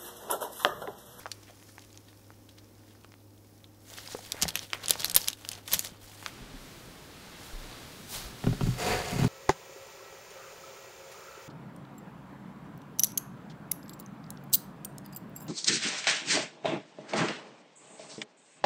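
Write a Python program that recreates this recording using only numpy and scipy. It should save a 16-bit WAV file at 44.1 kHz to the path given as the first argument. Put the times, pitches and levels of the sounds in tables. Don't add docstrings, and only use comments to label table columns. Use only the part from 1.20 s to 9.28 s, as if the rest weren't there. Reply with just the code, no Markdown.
import sys
import numpy as np
from scipy import signal
from scipy.fft import rfft, irfft
from scipy.io import wavfile
from scipy.ndimage import uniform_filter1d

SR = 44100
rng = np.random.default_rng(int(sys.argv[2]) if len(sys.argv) > 2 else 0)


def dump_mix(stems):
    frames = np.atleast_2d(stems).T
    limited = np.clip(frames, -1, 1)
    pcm = np.round(limited * 32767).astype(np.int16)
    wavfile.write(sys.argv[1], SR, pcm)


def invert_db(x):
    u = np.asarray(x, float) / 20
    return 10 ** u


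N = 356328


def evened(x):
    return x / np.sqrt(np.mean(x ** 2) + 1e-20)


def read(points, hz):
    f, value = np.transpose(points)
    return np.interp(np.log(hz + 1), np.log(f + 1), value)


def add(mix, s, sound):
    part = mix[round(s * SR):][:len(sound)]
    part += sound[:len(part)]


def follow(rows, column=1):
    table = np.transpose(rows)
    return np.interp(np.arange(N) / SR, table[0], table[column])


def level(rows):
    t = np.arange(N) / SR
    sounding = (t > rows[0][0]) * (t <= rows[-1][0])
    return invert_db(follow(rows)) * sounding, follow(rows, column=2)


def colour(x, points):
    hz = np.fft.rfftfreq(N, 1 / SR)
    return evened(irfft(rfft(x) * invert_db(read(points, hz)) * (hz < 15750), N))


def resonate(x, hz, width):
    r = np.exp(-np.pi * width / SR)
    pole = r * np.exp(2j * np.pi * hz / SR)
    return 2 * signal.lfilter([1 - r], [1, -pole], x).real


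def rubbing(curve, points, per_s, spread_db, smooth, grain_s):
    slipping = rng.random(N) < per_s / SR
    size = invert_db(spread_db * np.minimum(rng.exponential(1, N), 3)) * slipping
    region, noise, slips = rng.integers(0, 8, N), rng.standard_normal(N), np.zeros(N)
    for k, hz in enumerate(np.geomspace(900, 14000, 8)):
        decay = signal.lfilter([1], [1, -np.exp(-1 / (grain_s * SR))], size * (region == k))
        grains = noise * decay
        pitched = resonate(resonate(grains, hz, 0.58 * hz), hz, 0.58 * hz)
        slips += 0.2 * grains + pitched
    x = colour(smooth * rng.standard_normal(N) + (1 - smooth) * evened(slips), points)
    dull = signal.sosfiltfilt(signal.butter(1, 4000, fs=SR, output="sos"), x)
    gain, tilt_db = curve
    return (dull * invert_db(-tilt_db / 2) + (x - dull) * invert_db(tilt_db / 2)) * gain


def rings(rows):
    out, t = np.zeros(N), np.arange(SR // 2) / SR
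    for s, db, hz, t60 in rows:
        decay = invert_db(db - 60 * t / t60)
        soft_start = 1 - np.exp(-t * hz * 4)
        add(out, s, -decay * soft_start * np.sin(2 * np.pi * hz * t))
    return out


# f/Hz, density level/dB per Hz
AIR = [(12, -44.5), (20, -14.5), (49, -3), (104, -4), (126, -10.5), (153, -6), (298, -1), (441, -9.5),
       (551, -11.5), (708, -15.5), (791, -14.5), (1880, -32), (5410, -28), (6400, -31.5), (15600, -25)]
AIR_AFTER = [(12, -29), (20, -4), (55, -4), (122, 0), (363, -4.5), (429, -6.5), (633, -9), (748, -11),
             (1240, -11.5), (4100, -17.5), (15600, -33)]
# f/Hz, level/dB (rms)
HUM = [(102.3, -59), (236.9, -76), (306.8, -69), (393.0, -76), (468.3, -77), (543.7, -74), (791.3, -83.5)]
AIR_DB, AIR_AFTER_DB = -60, -50.5
CUT_S = 5.1


def air():
    t = np.arange(N) / SR
    after = np.clip((t - CUT_S) / 0.037 + .5, 0, 1)
    drift_db = evened(signal.resample(rng.standard_normal(120), N))
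    hum = np.zeros(N)
    for hz, db in HUM:
        hum += np.sqrt(2) * invert_db(db + drift_db) * np.sin(2 * np.pi * (hz * t + rng.random()))
    before = hum + invert_db(AIR_DB) * colour(rng.standard_normal(N), AIR)
    brighter = invert_db(AIR_AFTER_DB) * colour(rng.standard_normal(N), AIR_AFTER)
    return (1 - after) * before + after * brighter


# f/Hz, t60/s
KITCHEN = [(300, 0.28), (2000, 0.13), (6000, .1), (15000, 0.082)]


def kitchen(x):
    hz, t, z = signal.stft(rng.standard_normal(SR // 2), SR, nperseg=128)
    decay = invert_db(-60 * t / read(KITCHEN, hz)[:, None])
    tail = signal.istft(z * decay, SR, nperseg=128)[1]
    tail[:130] = 0
    return signal.fftconvolve(x, tail / np.linalg.norm(tail))[:N]


# t/s, start level/dB, f/Hz, t60/s
THUMP = [(4.83, -50, 45, 0.24), (5.215, -40, 41.5, .25), (5.335, -39, 32, 0.37), (5.34, -41.5, 273, 0.12),
         (5.66, -53.5, 35.4, 0.37), (6.33, -30.5, 29.8, 0.44), (6.44, -48, 38, 0.4), (6.95, -42, 35, 0.49),
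         (7.045, -35.5, 52, 0.22), (7.27, -28, 37, 0.33), (7.435, -20, 30, 0.17), (7.5, -33, 44.7, 0.37),
         (7.71, -34, 31.7, 0.45), (7.93, -36, 35.4, 0.28), (8.035, -43, 40, .3)]


def counter_bumps():
    return rings(THUMP)


# t/s, level/dB (rms before tilt), treble tilt/dB
BRUSH = [(5.08, -55, -1), (5.3, -56.5, -12), (5.42, -55, 3), (5.75, -60.5, 9), (6.15, -53, -7),
         (6.26, -49, 1), (6.34, -52, -1), (6.55, -50, -7), (6.87, -53.5, 5), (6.905, -46.5, 12),
         (6.945, -38, 5.5), (7.13, -52, -4), (7.25, -48, -3), (7.55, -50.5, -4), (7.63, -78, 0)]
# f/Hz, density level/dB per Hz
CLOTH = [(300, 1.5), (1200, 3), (2600, 0), (3800, 3.5), (5200, 0.5), (8000, -3), (15600, -7.5)]


def hand():
    return rubbing(level(BRUSH), CLOTH, per_s=3500, spread_db=15.0, smooth=0.73, grain_s=0.0026)


# f/Hz, level/dB, t60/s
TRAY = [(123.5, 0.5, 0.22), (180.6, 0, 0.073), (246.5, 1.5, 0.076), (396, -2.5, 0.065), (476, -6, 0.022),
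        (558, -6.5, 0.05), (726, -2, 0.031), (956, -3, 0.042), (1350, 3, 0.024), (2150, -22, .03)]


def strike(top_hz):
    t, out = np.arange(12000) / SR, np.zeros(12000)
    side = -1
    for hz, db, t60 in TRAY:
        reach = 1 / np.sqrt(1 + (hz / top_hz) ** 6)
        out += side * reach * invert_db(db - 60 * t / t60) * np.sin(2 * np.pi * hz * t)
        side = -side
    return out


# t/s, level/dB, hardness as the blow's top f/Hz
KNOCKS = [(7.239, -30, 920), (7.267, -19.5, 480), (7.29, -24, 165), (7.309, -21.5, 140), (7.328, -29, 603),
          (7.409, -26, 870), (7.431, -20.5, 137), (7.467, -25, 390), (7.485, -18, 128), (7.923, -34.5, 204),
          (7.955, -32, 250), (7.99, -25, 500), (8.004, -35, 600), (8.019, -20, 201), (8.032, -27, 880),
          (8.044, -20, 495), (8.061, -39, 400)]


def tray_knocks():
    out, t = np.zeros(N), np.arange(600) / SR
    for s, db, top_hz in KNOCKS:
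        burst = rng.standard_normal(600) * np.exp(-t / 0.0081)
        tick = signal.lfilter(*signal.butter(2, min(3 * top_hz, 9000), fs=SR), burst)
        add(out, s, invert_db(db) * strike(top_hz))
        add(out, s, invert_db(db - 0.5) * tick)
    return out


# t/s, level/dB (rms)
CHATTER = [(5.05, -60), (5.2, -55), (6.0, -65), (6.45, -59), (7.25, -50.5), (7.48, -44), (7.58, -49),
           (7.7, -46), (7.85, -66), (7.93, -36.5), (8.08, -33.5)]


def tray_chatter():
    bumps = evened(rng.standard_normal(N) * (rng.random(N) < 300 / SR))
    started = np.arange(N) > CHATTER[0][0] * SR
    ring = evened(strike(700)) / np.sqrt(12000)
    return signal.fftconvolve(invert_db(follow(CHATTER)) * started * bumps, ring)[:N]


# t/s, level/dB (rms before tilt and singing), treble tilt/dB
SLIDE = [(7.4, -75, -10), (7.414, -49, -1), (7.434, -49.5, 20), (7.564, -49, 15), (7.602, -35.5, 5.5),
         (7.718, -30.5, 2), (7.826, -38.5, 3.5), (7.972, -41.5, 9), (8.048, -36, 5.5), (8.056, -44.5, 14),
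         (8.08, -40, 2)]
# f/Hz, density level/dB per Hz
GRIND = [(35, -40), (60, -6), (123, -2), (313, -15), (723, -6.5), (851, -12), (979, -12), (1260, -11),
         (4440, -20.5), (15600, -35)]
# f/Hz, width/Hz, added level/dB
SINGING = [(400, 63, 2.5), (444, 76, 9.5), (718, 30, 5), (940, 41, 3.5), (1700, 88, -6), (2070, 140, -2.5),
           (2510, 130, -3), (3700, 80, -19), (4600, 160, 3.5), (6900, 620, -1)]


def tray_slide():
    grind = rubbing(level(SLIDE), GRIND, per_s=1700, spread_db=11.0, smooth=0.61, grain_s=0.003)
    singing = sum(invert_db(db) * resonate(grind, hz, width) for hz, width, db in SINGING)
    return grind + singing


# t/s, start level/dB, f/Hz, t60/s
POPS = [(.058, -55, 805, 0.0067), (.298, -41, 724, 0.017), (.306, -45, 630, .02),
        (2.719, -38.5, 600, 0.017), (2.885, -44, 700, 0.011), (2.948, -20, 460, 0.019),
        (2.99, -27.5, 730, 0.0075), (3.145, -25, 497, 0.0088), (3.227, -27, 227, 0.035),
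        (3.235, -34, 64, 0.19), (3.25, -33, 162, 0.15), (3.254, -17.5, 736, 0.0064),
        (3.356, -32, 596, 0.0065), (3.706, -18.5, 570, 0.013), (3.964, -32, 494, 0.016),
        (4.56, -45, 167, 0.14), (4.72, -35, 202, 0.027)]


def dull_pops():
    return rings(POPS)


# t/s, level/dB (rms before tilt), treble tilt/dB
CREAK = [(0, -51, -8), (.05, -59.5, -7), (.35, -61, -5), (.48, -60, 3), (.8, -63.5, -6), (.95, -64, -3),
         (1.4, -66, -7), (1.7, -65, -8), (2.1, -69.5, -5), (2.35, -65.5, -2), (2.5, -69, -9),
         (2.7, -66, -4)]
# f/Hz, density level/dB per Hz
TAUT = [(1000, -5.5), (3000, -10), (4600, -8.5), (5200, -4.5), (6400, -6.5), (7300, -9), (11500, -10.5),
        (15600, -16)]


def creak():
    return rubbing(level(CREAK), TAUT, per_s=160, spread_db=2.0, smooth=0.66, grain_s=0.0013)


# t/s, level/dB (rms before tilt), treble tilt/dB
GRIP = [(2.599, -72, 5), (2.71, -50.5, 1.5), (3.05, -52.5, 0), (3.2, -53, -13), (3.33, -54, -8),
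        (3.42, -51, -2), (3.48, -59, 0), (3.6, -53.5, -16.5), (3.8, -46, -1), (3.9, -48, -11),
        (3.936, -55.5, -22), (4.0, -42.5, 9), (4.1, -49, -5), (4.17, -60, 0), (4.21, -53.5, -2),
        (4.39, -50.5, -8), (4.425, -64.5, -10), (4.48, -49.5, 3), (4.6, -47.5, 10), (4.68, -51, -2),
        (4.79, -64, -18), (4.82, -54.5, 1), (4.95, -52.5, -2), (5.085, -49.5, -5), (5.1, -66, 0)]
# f/Hz, density level/dB per Hz
FILM = [(180, 0.5), (300, -3), (391, -3), (544, 1), (1260, -4.5), (1590, -3.5), (2660, -5.5), (3240, -3),
        (7050, -5.5), (15600, -11)]


def grip():
    return rubbing(level(GRIP), FILM, per_s=820, spread_db=1.5, smooth=0.45, grain_s=0.0019)


# t/s of the peak, level/dB (rms at the peak), rise/s, centre f/Hz
RUBS = [(.288, -53.5, .04, 2200), (.49, -60, 0.068, 5800), (.89, -56.5, 0.045, 3500),
        (1.385, -54.5, 0.023, 3550), (1.71, -60.5, .05, 3400), (2.792, -45.5, 0.081, 4200),
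        (2.921, -43.5, 0.069, 5030), (3.04, -49, 0.049, 5000), (3.19, -45.5, 0.12, 1650),
        (3.231, -27.5, 0.016, 6000), (3.289, -37, 0.025, 3500), (3.366, -38.5, 0.03, 3500),
        (3.43, -41, 0.039, 3580), (3.547, -40.5, 0.045, 2070), (3.64, -34.5, 0.017, 3480),
        (3.706, -32, 0.034, 3480), (3.805, -36, 0.044, 4540), (3.852, -40, 0.031, 4200),
        (3.969, -26.5, 0.023, 4000), (4.082, -44, 0.058, 4970), (4.293, -65, 0.02, 4000),
        (4.325, -50, 0.02, 3000), (4.537, -27.5, 0.047, 5900), (4.601, -44, 0.021, 8000),
        (4.653, -39.5, 0.044, 7400), (5.064, -47.5, 0.079, 2220)]
RUB_SPAN_DB, FALL_OVER_RISE = 26, 1.15


def rubs():
    rustle = rubbing((1, 0), FILM, per_s=1100, spread_db=1.5, smooth=0.47, grain_s=0.0013)
    out = np.zeros(N)
    for s, db, rise_s, hz in RUBS:
        t = np.arange(-2 * rise_s, 2 * rise_s * FALL_OVER_RISE, 1 / SR)
        plain = rustle[round((s + t[0]) * SR):][:len(t)]
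        pitched = evened(resonate(resonate(plain, hz, hz), hz, hz))
        rub = evened(pitched + invert_db(-3) * plain)
        below_peak_db = RUB_SPAN_DB * np.maximum(-t, t / FALL_OVER_RISE) / rise_s
        add(out, s + t[0], rub * invert_db(db - below_peak_db))
    return out


SMALL_PER_S, SMALL_OVER_DB, SMALL_SPREAD_DB = 14, 7, 2.5
SMALL_UNTIL_S = 4.72


def small_snaps():
    gap, size, pitch, top, length = rng.random((150, 5)).T
    s = np.cumsum(-np.log(gap)) / SMALL_PER_S
    handling = np.hypot(level(GRIP)[0], 0.67 * level(CREAK)[0])
    busy = handling[np.minimum(s * SR, N - 1).astype(int)]
    db = 20 * np.log10(busy + 1e-9) + SMALL_OVER_DB - SMALL_SPREAD_DB * np.log(size)
    rows = zip(s, db, 1500 * 2 ** (2.2 * pitch), -25 * top, .6 + 5.6 * length)
    return [row for row in rows if row[0] < SMALL_UNTIL_S]


# t/s, level/dB (loudest 0.9 ms), ring f/Hz, top part level/dB, length/ms
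SNAPS = [(0.0577, -27, 880, -20, 0.82), (0.0643, -30.5, 1480, -32, 2.2), (0.1156, -29, 4600, -10, 3.4),
         (0.2967, -48, 1100, -25, 1.7), (0.426, -48.5, 1770, -20, 1.8), (0.5813, -36.5, 1550, -29, 1.8),
         (0.5938, -43, 6370, -20, 0.88), (0.6484, -47.5, 4200, -11, 0.76), (0.7286, -48, 6040, -13, 1),
         (0.7748, -39.5, 5660, -9, 0.88), (0.93, -47, 1540, -5, 0.9), (1.1044, -39, 1250, -12, 0.59),
         (1.2898, -48, 3650, -13, 7.4), (1.8458, -41, 1390, -18, 1.4), (1.9205, -43.5, 1920, -15, 0.29),
         (1.9402, -42, 1670, -22, 0.15), (2.4424, -44.5, 3700, -41, 3.6), (2.701, -42.5, 6400, -17, 1.5),
         (2.785, -33, 1840, -17, 1.0), (2.8857, -42.5, 1300, -11, 2.8), (2.9216, -37.5, 7100, -16, 1.9),
         (2.9502, -31.5, 1200, -15, 0.81), (3.0508, -38, 4000, -27, 0.34), (3.12, -20.5, 4500, -1.5, 2.1),
         (3.2162, -23, 5600, -11, 1.2), (3.2223, -16.5, 5800, -4, 3.9), (3.23, -20, 4900, -8, 3.6),
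         (3.241, -31, 4600, -21, 0.8), (3.254, -32, 1730, -22, 2.2), (3.281, -23.5, 6150, -2, 1.4),
         (3.2869, -26.5, 4700, -3, 5.6), (3.3053, -30.5, 3550, -5.5, 2.2), (3.3554, -18, 2360, -1, 1.9),
         (3.3723, -33, 3320, -9, 3.9), (3.3924, -24.5, 5500, -17.5, 0.95), (3.5027, -37.5, 3700, -28, 0.71),
         (3.5327, -15, 2220, -28, 1.23), (3.5478, -35, 1290, -14, 2), (3.6348, -42, 3940, -14, 3.2),
         (3.659, -28, 4800, -9, 1.5), (3.683, -18, 9650, -15.5, 1.5), (3.6962, -17, 4600, 4, 0.45),
         (3.7073, -8.5, 3770, 7.5, 1.4), (3.735, -31, 5300, -20, 3.9), (3.756, -26, 1200, -19, 0.47),
         (3.796, -32, 5400, -8, 3.6), (3.8048, -29.5, 4700, 0, 2.2), (3.82, -28, 3900, -20, 0.8),
         (3.8326, -29, 3500, -20, 1.9), (3.8453, -14.5, 4280, 2, 1.05), (3.8556, -26, 4130, 1, 1.9),
         (3.8818, -31.5, 6300, -12, 1.2), (3.898, -22.5, 4820, -2, 1.4), (3.9126, -30.5, 4730, -7, 1.6),
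         (3.9159, -24, 8400, 1.5, 0.76), (3.9467, -17, 6600, -7, 0.85), (3.9522, -11.5, 9600, 5, 0.46),
         (3.9635, -1, 13150, 2.5, 1.3), (3.9777, -25, 6170, -3, 1.7), (4.016, -31, 5060, -19, 2.5),
         (4.043, -31.5, 4780, -27, 1.3), (4.0745, -31, 4870, -24, 5.3), (4.084, -14, 5350, 3, 1.2),
         (4.102, -29, 5500, -24.5, 1), (4.1306, -31, 3730, -8, 2.5), (4.2498, -31.5, 2280, -29, 0.76),
         (4.2893, -22.5, 4560, -4, 1), (4.3153, -31.5, 2850, -1, 3.8), (4.3318, -36, 5900, -24, 2.7),
         (4.3525, -37.5, 4800, -7, 1.2), (4.477, -34, 3400, -6, 6.7), (4.5172, -28, 3930, -10, 4.1),
         (4.524, -22, 9000, -8, 0.77), (4.5338, -15, 13800, 22, 2.4), (4.5377, -14, 14560, -4, 1.1),
         (4.5424, -20.5, 13600, -7, 4.7), (4.5929, -17, 6730, 4, 1.1), (4.6086, -38, 3400, -15.5, 1.3),
         (4.648, -26, 7200, -3, 0.69), (4.659, -33, 4380, -6, 1.8), (4.671, -36, 5100, -21, 2.4),
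         (5.0274, -33, 895, -6, 0.62), (5.0621, -22, 1900, -25, 1)]
LOW_DB_AT_1500_HZ, LOW_DB_PER_OCTAVE, LOW_LEAST_DB = 9.5, -28, -12.5
MID_SHARE_OF_TOP = 0.29


def snaps():
    out, t, hz = np.zeros(N), np.arange(1024) / SR, np.fft.rfftfreq(1024, 1 / SR)
    for s, db, ring_hz, top_db, ms in list(SNAPS) + small_snaps():
        low_db = max(LOW_DB_AT_1500_HZ + LOW_DB_PER_OCTAVE * np.log2(ring_hz / 1500), LOW_LEAST_DB)
        mid_db = MID_SHARE_OF_TOP * top_db * min(3000 / ring_hz, 1) ** 2
        shape = [(150, low_db - 18.0), (600, low_db - 0.5), (1200, low_db), (3000, -0.21),
                 (6500, mid_db), (13000, top_db), (17000, top_db - 30)]
        ring_db = 8 * np.exp(-((hz - ring_hz) / (400 + 0.099 * ring_hz)) ** 2)
        tone = irfft(rfft(rng.standard_normal(1024)) * invert_db(read(shape, hz) + ring_db))
        u = t / (max(ms, .2) / 1000)
        attack = 1 - np.exp(-u / 0.059)
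        decay = np.exp(-(u / 0.8) ** 2) + 0.44 * np.exp(-u / 1.9)
        burst = tone * attack * decay
        loudest = np.sqrt(uniform_filter1d(burst ** 2, size=40).max())
        add(out, s, invert_db(db) * burst / loudest)
    return signal.sosfilt(signal.butter(2, 200, "highpass", fs=SR, output="sos"), out)


def scene():
    tray = tray_knocks() + tray_chatter() + tray_slide()
    bag = dull_pops() + creak() + grip() + rubs() + snaps()
    near = hand() + tray + bag
    return (air() + counter_bumps() + invert_db(-16.5) * kitchen(near) + near)[None]


def band_limit(x):
    return signal.sosfilt(signal.butter(12, 16790, fs=SR, output="sos"), x)


def record(dry):
    mix = np.clip(dry, -1, 1)
    return band_limit(mix)


dry = scene()
out = record(dry)
dump_mix(out)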